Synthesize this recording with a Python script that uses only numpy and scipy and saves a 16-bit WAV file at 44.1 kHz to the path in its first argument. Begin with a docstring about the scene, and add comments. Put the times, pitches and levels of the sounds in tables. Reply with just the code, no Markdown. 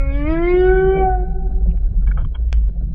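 """Under water, just below the surface: a humpback whale gives one rising moan, a stack of sine partials.
Moving water, filtered noise with a throb and a hum, rumbles throughout under a faint hiss and whines.
Gurgles, bell-shaped swells of narrow noise, join in; the moan lingers in a diffuse noise tail and sines.
Then the tail breaks the surface: short splashes of bubble noise and spray, faint clicks,
and one sharp snap of damped modes in a burst of foam, random pops."""
import sys
import numpy as np
from scipy import signal
from scipy.fft import rfft, irfft
from scipy.io import wavfile
from scipy.ndimage import uniform_filter1d

SR = 44100
rng = np.random.default_rng(int(sys.argv[2]) if len(sys.argv) > 2 else 0)


def materialize(psi):
    """Save the field psi as 16-bit PCM at rate SR to the path in sys.argv[1].

    A 1-D psi becomes a single channel; in a 2-D psi each row is a channel.
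    """
    bounded = np.clip(np.atleast_2d(psi).T, -1, 1)
    quanta = np.round(bounded * 32767).astype(np.int16)
    wavfile.write(sys.argv[1], SR, quanta)


N = 129654


def from_db(db):
    """Decibels to gain."""
    return 10 ** (np.asarray(db) / 20)


def rms_one(x):
    """Scale to unit power."""
    return x / np.sqrt(np.mean(x ** 2) + 1e-20)


def seconds():
    """Time of each sample."""
    return np.arange(N) / SR


def in_time(rows, axis=1):
    """One column of a curve, interpolated at each sample."""
    rows = np.array(rows)
    return np.interp(seconds(), rows[:, 0], rows[:, axis])


def at_hz(points, hz):
    """Gain of a spectrum at given frequencies, interpolated over log frequency."""
    f, db = np.transpose(points)
    return from_db(np.interp(np.log(hz + 1e-9), np.log(f), db))


def colour(x, points):
    """Filter by a spectrum."""
    bins_hz = np.arange(N + 1) * SR / (2 * N)
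    return irfft(rfft(x, 2 * N) * at_hz(points, bins_hz))[:N]


def noise_of(points):
    """Coloured noise of unit power."""
    return rms_one(colour(rng.standard_normal(N), points))


def drift(rate_hz):
    """Slow random wander of unit power: noise through two equal poles, one value per 40 samples."""
    step = 40
    r = np.exp(-2 * np.pi * rate_hz * step / SR)
    noise = rng.standard_normal(N // step + 2002)
    slow = signal.lfilter([1], [1, -2 * r, r * r], noise)[2000:]  # settled part
    return np.interp(np.arange(N) / step, np.arange(len(slow)), rms_one(slow))


def turning(hz):
    """Running phase of a moving pitch."""
    return 2 * np.pi * np.cumsum(hz) / SR


def swell(s, length_s):
    """A bell-shaped rise and fall."""
    return np.exp(-.5 * ((seconds() - s) / length_s) ** 2)


CLOUD_STEADY, CLOUD_SMOOTH_S = 0.98, 0.0055


def bubble_cloud(hz, width):
    """Bubbles ringing around one pitch: narrow noise levelled to an even warble; unit power."""
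    edges_hz = [hz * np.exp(-width), hz * np.exp(width)]
    band = signal.butter(3, edges_hz, "band", fs=SR, output="sos")
    cloud = signal.sosfilt(band, rng.standard_normal(N))
    power = uniform_filter1d(cloud ** 2, int(CLOUD_SMOOTH_S * SR))
    return rms_one(cloud / (power + 1e-12) ** (CLOUD_STEADY / 2))


FADING_DB, FADING_PER_S, ROUGH_PER_S = 5, 14, 74
# Levels of the five lowest partials. Each row: time in seconds, level in dB.
FIRST_DB = [(0, -39.5), (.12, -32), (.32, -18.5), (.36, -21), (.55, -12.5), (.93, -15.5), (1.03, -17.5),
            (1.12, -32), (1.24, -30.5), (1.3, -44.5)]
SECOND_DB = [(0, -35.5), (.24, -34), (.31, -26.5), (.43, -30.5), (.52, -35.5), (.68, -28), (0.991, -29),
             (1.04, -14.5), (1.15, -22.5), (1.2, -31.5), (1.311, -45.5)]
THIRD_DB = [(0, -54.5), (.24, -46.5), (.31, -38.5), (.51, -35.5), (.57, -48), (.85, -43.5), (1.0, -40.5),
            (1.16, -56.5), (1.28, -78.5)]
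FOURTH_DB = [(0, -57), (.3, -36.5), (0.571, -42.5), (0.701, -24.5), (.78, -26.5), (.94, -38),
             (1.099, -36.5), (1.28, -66)]
FIFTH_DB = [(0, -39), (.2, -63.5), (0.38, -39), (.47, -45), (.58, -44.5), (0.801, -50), (1.13, -54.5),
            (1.279, -79.5)]


def low_partials(phase, rough):
    """Harmonics 1-5, each on its own level curve; random fading and roughness grow with the number."""
    out = 0
    for k, curve in enumerate((FIRST_DB, SECOND_DB, THIRD_DB, FOURTH_DB, FIFTH_DB), 1):
        level = from_db(in_time(curve) + .5 * k * drift(FADING_PER_S))
        hoarse = 1 + k / 10 * rough * drift(ROUGH_PER_S)
        out = out + level * hoarse * np.sin(k * phase)
    return out


DULLING_FROM_S, DULLING_ABOVE_HZ, DULLING_DB_PER_S = 0.51, 3500, 54.5
SEVENTH_CUT_DB = -4.5
# Upper and treble partials before colour and fading. Each row: time in seconds, level in dB.
UPPER_DB = [(0, -43.5), (.4, -38.5), (.46, -42), (.53, -34), (.565, -47), (.7, -42), (.87, -52.5),
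            (.93, -36.5), (1.035, -37.5), (1.08, -53), (1.14, -65.5), (1.28, -81.5)]
TREBLE_DB = [(0, -74), (.1, -68), (.18, -50), (.24, -59), (.32, -46), (.39, -58.5), (.46, -51),
             (.57, -46.5), (.74, -50), (.85, -60), (.97, -56.5), (1.28, -90)]
# Their colours. Each row: frequency in Hz, gain in dB.
UPPER_COLOUR = [(1650, -6.5), (1900, -7.5), (2130, 10), (2300, -3.5), (2490, -2.5), (2620, -14.5),
                (3000, -68)]
TREBLE_COLOUR = [(2450, -25), (2750, -9), (3060, 0), (3480, -10), (3650, -4.5), (4000, -22), (4750, -13.5),
                 (5200, -26), (5700, -36.5), (6500, -54.5)]
# Eighth partial, a clear bright tone. Each row: time in seconds, level in dB.
EIGHTH_DB = [(0, -40), (.3, -45), (.42, -63.5), (.6, -45), (.67, -46.5), (.72, -62.5), (.77, -54.5),
             (.99, -47.5), (1.06, -69.5), (1.25, -92)]


def high_partials(hz, phase, rough):
    """Harmonics 6-20; all but the eighth are coloured by frequency and waver randomly in level."""
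    upper, treble = from_db(in_time(UPPER_DB)), from_db(in_time(TREBLE_DB))
    dulling = from_db(-DULLING_DB_PER_S * np.maximum(seconds() - DULLING_FROM_S, 0))
    out = 0
    for k in range(6, 21):
        if k == 8:
            level = from_db(in_time(EIGHTH_DB))  # no fading
        else:
            dulled_share = np.clip((k * hz - DULLING_ABOVE_HZ) / 500, 0, 1)
            level = upper * at_hz(UPPER_COLOUR, k * hz)
            level = level + treble * at_hz(TREBLE_COLOUR, k * hz) * dulling ** dulled_share
            level = level * from_db(FADING_DB * drift(FADING_PER_S) - 3)
        if k == 7:
            level = level * from_db(SEVENTH_CUT_DB)
        hoarse = 1 + rough * drift(ROUGH_PER_S)
        out = out + level * hoarse * np.sin(k * phase + 0.38 * drift(FADING_PER_S))
    return out


PITCH_JITTER = 0.00033  # fraction of pitch
# Pitch of the moan before jitter. Each row: time in seconds, pitch in Hz.
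PITCH = [(0, 274.2), (.106, 274.5), (.17, 284.7), (.232, 291.1), (.302, 318), (.39, 335), (.48, 354.2),
         (.588, 364.8), (.738, 374.9), (.966, 384.6), (1.07, 376.3), (1.225, 361.2), (1.31, 388.2)]
# Roughness of the voice. Each row: time in seconds, depth from 0 to 1.
ROUGHNESS = [(.15, .08), (.3, 0.44), (.53, .17), (.7, 0.19)]


def moan():
    """Partials on one gliding pitch, hoarsest during the climb and hooking up at the end."""
    hz = in_time(PITCH) * (1 + PITCH_JITTER * drift(30))
    phase, rough = turning(hz), in_time(ROUGHNESS)
    voice = low_partials(phase, rough) + high_partials(hz, phase, rough)
    ending = np.clip((PITCH[-1][0] + 0.034 - seconds()) / 0.012, 0, 1)
    return np.sqrt(2) * voice * ending


SEA_T60_S, SEA_TREBLE_T60_S, SEA_BUILD_S, SEA_SPLIT_HZ = 1.34, 1, 0.24, 1000
# Colour of the reverberation. Each row: frequency in Hz, gain in dB.
SEA_COLOUR = [(380, -17.5), (750, -22.5), (1100, -34), (1500, -13.5), (2200, -28.5), (5000, -39.5)]


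def sea(x):
    """Adds a long diffuse noise tail that builds slowly; its treble dies sooner."""
    t = seconds()
    noise = rng.standard_normal(N) * (1 - np.exp(-t / SEA_BUILD_S))
    low = signal.sosfilt(signal.butter(3, SEA_SPLIT_HZ, "low", fs=SR, output="sos"), noise)
    high = signal.sosfilt(signal.butter(3, SEA_SPLIT_HZ, "high", fs=SR, output="sos"), noise)
    decay, treble_decay = from_db(-60 * t / SEA_T60_S), from_db(-60 * t / SEA_TREBLE_T60_S)
    tail = (low * decay + high * treble_decay) / np.linalg.norm(noise * decay)
    return x + signal.fftconvolve(colour(x, SEA_COLOUR), tail)[:N]


RUMBLE_GAIN_DB, RUMBLE_STEADY = 3, 0.59
THROB_GAIN_DB, HUM_GAIN_DB, HUM_WAVER_DB, WASH_DB = -4.5, -2.5, 5, -49.5
# Spectra of churn and wash. Each row: frequency in Hz, relative density in dB per Hz.
RUMBLE_COLOUR = [(14, -7), (24, 5.5), (42, 6.5), (58, 5.5), (72, -9), (100, -12.5), (135, -17),
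                 (200, -29.5), (260, -42), (800, -110)]
WASH_COLOUR = [(150, 1), (400, -2), (700, -9.5), (950, -28), (1250, -29.5), (1550, -21), (1900, -42),
               (4400, -64.5)]
# Churn before its gain. Each row: time in seconds, level in dB.
RUMBLE_LEVEL = [(0, -17.5), (.33, -20), (.39, -23.5), (.75, -22.5), (.88, -23), (1.1, -25), (1.6, -20.5),
                (1.85, -19.5), (2.12, -17.5), (2.27, -19.5), (2.34, -28), (2.48, -20.5), (2.94, -24)]
# Throb and hum before gain and waver. Each row: time in seconds, pitch in Hz, level in dB.
THROB = [(0, 44.5, -38.5), (.33, 47.96, -11.5), (.39, 51.3, -40), (.64, 51.14, -22), (.74, 47.9, -16),
         (.85, 47.2, -24.5), (1.1, 52.05, -13.5), (1.27, 47.32, -19), (1.46, 47.48, -13),
         (1.75, 54.92, -14.5), (1.87, 49.1, -30.5), (2.05, 47.42, -14.5), (2.26, 57.93, -16.5),
         (2.38, 60.61, -19.5), (2.56, 54.48, -11), (2.69, 48, -9), (2.82, 47.92, -31.5)]
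HUM = [(0, 154.8, -55.5), (.33, 154.6, -33.5), (.5, 179.5, -37.5), (.72, 158.7, -34), (.9, 162.7, -34.5),
       (1.01, 161.5, -25), (1.15, 167.3, -51.5), (1.29, 171.3, -28.5), (1.46, 166.6, -32),
       (1.68, 169.5, -27.5), (1.84, 169.3, -46.5), (1.96, 163.9, -31.5), (2.07, 160.3, -29),
       (2.37, 153.6, -47), (2.55, 154.5, -36), (2.94, 173.6, -34.5)]


def rumble():
    """Moving water: partly levelled low noise, a deep throb, a wavering hum and a soft wash above."""
    churn = noise_of(RUMBLE_COLOUR)
    power = uniform_filter1d(churn ** 2, SR // 12)
    churn = rms_one(churn / (power + 1e-6) ** (RUMBLE_STEADY / 2))
    churn = churn * from_db(in_time(RUMBLE_LEVEL) + RUMBLE_GAIN_DB)
    throb_level = from_db(in_time(THROB, axis=2) + THROB_GAIN_DB + 0.64 * drift(20))
    throb = throb_level * np.sin(turning(in_time(THROB)))
    hum_level = from_db(in_time(HUM, axis=2) + HUM_GAIN_DB + HUM_WAVER_DB * drift(14))
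    hum = hum_level * np.sin(turning(in_time(HUM)) + .5 * drift(24))
    wash = noise_of(WASH_COLOUR) * from_db(WASH_DB + 5.3 * drift(24))
    return churn + np.sqrt(2) * (throb + hum) + wash


HISS_DB = -80.5
# Hiss with a narrow band near 4 kHz. Each row: frequency in Hz, relative density in dB per Hz.
HISS_COLOUR = [(3300, -9.5), (3650, -16), (3930, 2), (4300, -20), (15000, -30)]
# Thin whines. Each row: frequency in Hz, level in dB.
WHINES = [(3946, -88.5), (7752, -96.5), (7849, -99)]


def hiss_and_whines():
    """Steady faint coloured noise and fixed high sines."""
    hiss = noise_of(HISS_COLOUR) * from_db(HISS_DB)
    whines = sum(from_db(db) * np.sin(2 * np.pi * hz * seconds()) for hz, db in WHINES)
    return hiss + np.sqrt(2) * whines


GURGLE_WIDTH = 0.23  # half band, natural log of frequency ratio
# Large bubbles, then small clear ones.
# Each row: centre time in seconds, bell width in seconds, pitch in Hz, level in dB.
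GURGLES = [(0.585, .05, 564, -42.5), (0.978, 0.038, 452, -29.5), (0.998, 0.032, 274.4, -33),
           (1.514, 0.041, 231.8, -44), (1.666, 0.0084, 565.8, -41.5), (1.741, 0.0089, 529.6, -46),
           (1.918, .012, 542, -59.5), (2.185, 0.013, 603, -41), (2.25, 0.017, 112.8, -21.5),
           (1.112, 0.04, 99.6, -29), (2.768, 0.0079, 550, -48.5), (2.879, 0.036, 111.3, -30)]
PINGS = [(2.079, 0.0026, 2262, -44.5), (2.119, 0.0025, 2250, -41.5), (2.353, 0.0034, 3228, -39)]


def gurgles():
    """Large bubbles swell as narrow noise; small ones ping as short sines."""
    low, pings = 0, 0
    for s, length_s, hz, db in GURGLES:
        low = low + bubble_cloud(hz, GURGLE_WIDTH) * from_db(db) * swell(s, length_s)
    for s, length_s, hz, db in PINGS:
        pings = pings + np.sin(2 * np.pi * hz * seconds()) * from_db(db) * swell(s, length_s)
    return low + np.sqrt(2) * pings


LINGER_FROM_S, LINGER_RISE_S, LINGER_WAVER_DB = 1.4, .07, 1.5
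# Partials ringing on in the sea. Each row: frequency in Hz, level in dB before waver, T60 in seconds.
LINGERING = [(373, -39.5, 1.7), (767.4, -41.5, 1.09), (1490, -63, 0.45)]


def lingering():
    """Three partials rise as the moan ends, then decay, wavering in level and phase."""
    age = seconds() - LINGER_FROM_S
    rise = np.exp(np.minimum(age, 0) / LINGER_RISE_S)
    out = 0
    for hz, db, t60_s in LINGERING:
        level = from_db(db - 60 * np.maximum(age, 0) / t60_s + LINGER_WAVER_DB * drift(15))
        out = out + level * np.sin(2 * np.pi * hz * age + .5 * drift(3.7))
    return np.sqrt(2) * rise * out


SPLASH_WIDTH, SPLASH_TOP_HZ = 0.12, 3239
# Splashes of the tail before muffling. Each row: peak time in seconds, attack and decay time constants
# in seconds, bubble pitch in Hz, bubble level in dB, spray level in dB.
SPLASHES = [(1.697, 0.0059, 0.0071, 2574, -59, -57), (1.715, .002, 0.004, 2500, -52, -65.5),
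            (1.775, 0.0017, 0.0019, 1670, -56, -45.5), (1.833, 0.00347, 0.0043, 1307, -57.5, -56.5),
            (2.028, 0.015, 0.0094, 1418, -54, -67.5), (2.074, 0.0044, 0.013, 1517, -42, -44.5),
            (2.116, 0.0033, 0.0038, 1540, -30.5, -46), (2.175, 0.0013, .012, 1330, -31.5, -40.5),
            (2.214, 0.031, 0.017, 965, -57, -47), (2.248, 0.00068, .004, 1170, -37, -42),
            (2.355, 0.0047, 0.0061, 1027, -36.5, -35.5)]
# Spray spectrum. Each row: frequency in Hz, relative density in dB per Hz.
SPRAY_COLOUR = [(300, -16), (800, 6), (1600, 7.5), (1900, -22), (2250, 3), (2600, -14), (3250, 0.5),
                (3600, -9.5), (9000, -46.5)]


def splashes():
    """Each slap traps a bubble cloud and throws broader spray; water muffles both steeply."""
    t, out = seconds(), 0
    spray = noise_of(SPRAY_COLOUR)
    for s, attack_s, decay_s, hz, db, spray_db in SPLASHES:
        shape = np.exp(-np.maximum((s - t) / attack_s, (t - s) / decay_s))
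        bubbles = from_db(db) * bubble_cloud(hz, SPLASH_WIDTH)
        out = out + shape * (bubbles + from_db(spray_db) * spray)
    return signal.sosfilt(signal.cheby1(8, 1, SPLASH_TOP_HZ, fs=SR, output="sos"), out)


# One sharp snap among faint ones. Each row: time in seconds, click level in dB.
SNAPS = [(2.13, -35.5), (2.256, -35.5), (2.5277, -2.5), (2.545, -45), (2.573, -34), (2.692, -37.5)]
# Ringing modes. Each row: frequency in Hz, gain in dB, T60 in seconds.
SNAP_MODES = [(660, -15.5, 0.0055), (1560, -23, 0.014), (2390, -17.5, 0.0071), (3420, -22.5, 0.0075),
              (4500, -30, 0.012), (5400, -26, 0.0063), (6340, -31.5, 0.0094), (7660, -32.5, 0.0062)]


def snaps():
    """Single-sample clicks excite quickly damped resonators of alternating sign, low-passed at 8 kHz."""
    clicks, out = np.zeros(N), 0
    for s, db in SNAPS:
        clicks[int(s * SR)] = from_db(db)
    for k, (hz, db, t60_s) in enumerate(SNAP_MODES):
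        r, w = from_db(-60 / (t60_s * SR)), 2 * np.pi * hz / SR
        ring = signal.lfilter([0, np.sin(w)], [1, -2 * r * np.cos(w), r * r], clicks + 1e-18)
        out = out + (-1) ** k * from_db(db) * ring
    return signal.sosfilt(signal.butter(4, 8000, fs=SR, output="sos"), out)


FOAM_POPS_PER_S = 1100
# Fizz of the foam. Each row: time in seconds, level in dB.
FOAM_LEVEL = [(1.5, -94.5), (2.2, -67), (2.3, -75), (2.51, -68.5), (2.535, -48), (2.58, -63), (2.67, -64.5),
              (2.74, -74), (2.94, -89)]
# Foam spectrum. Each row: frequency in Hz, relative density in dB per Hz.
FOAM_COLOUR = [(800, -1), (3200, -3), (3900, -20), (6000, -20.5), (9000, -27.5), (15000, -46.5)]


def foam():
    """Tiny bubbles burst at random: sparse pops of very uneven size, coloured."""
    pops = (rng.random(N) < FOAM_POPS_PER_S / SR) * rng.laplace(size=N)
    return rms_one(colour(pops, FOAM_COLOUR)) * from_db(in_time(FOAM_LEVEL))


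def scene():
    """The call over the sounds of the water; one channel."""
    call = sea(moan()) + lingering()
    water = rumble() + gurgles()
    tail = splashes() + snaps() + foam()
    return (call + water + tail + hiss_and_whines())[None]


CUTOFF_HZ = 15600


def record(dry):
    """Low-pass: at least 70 dB down from the cutoff up."""
    return signal.sosfilt(signal.cheby2(12, 70, CUTOFF_HZ, fs=SR, output="sos"), dry)


dry = scene()
out = record(dry)
materialize(out)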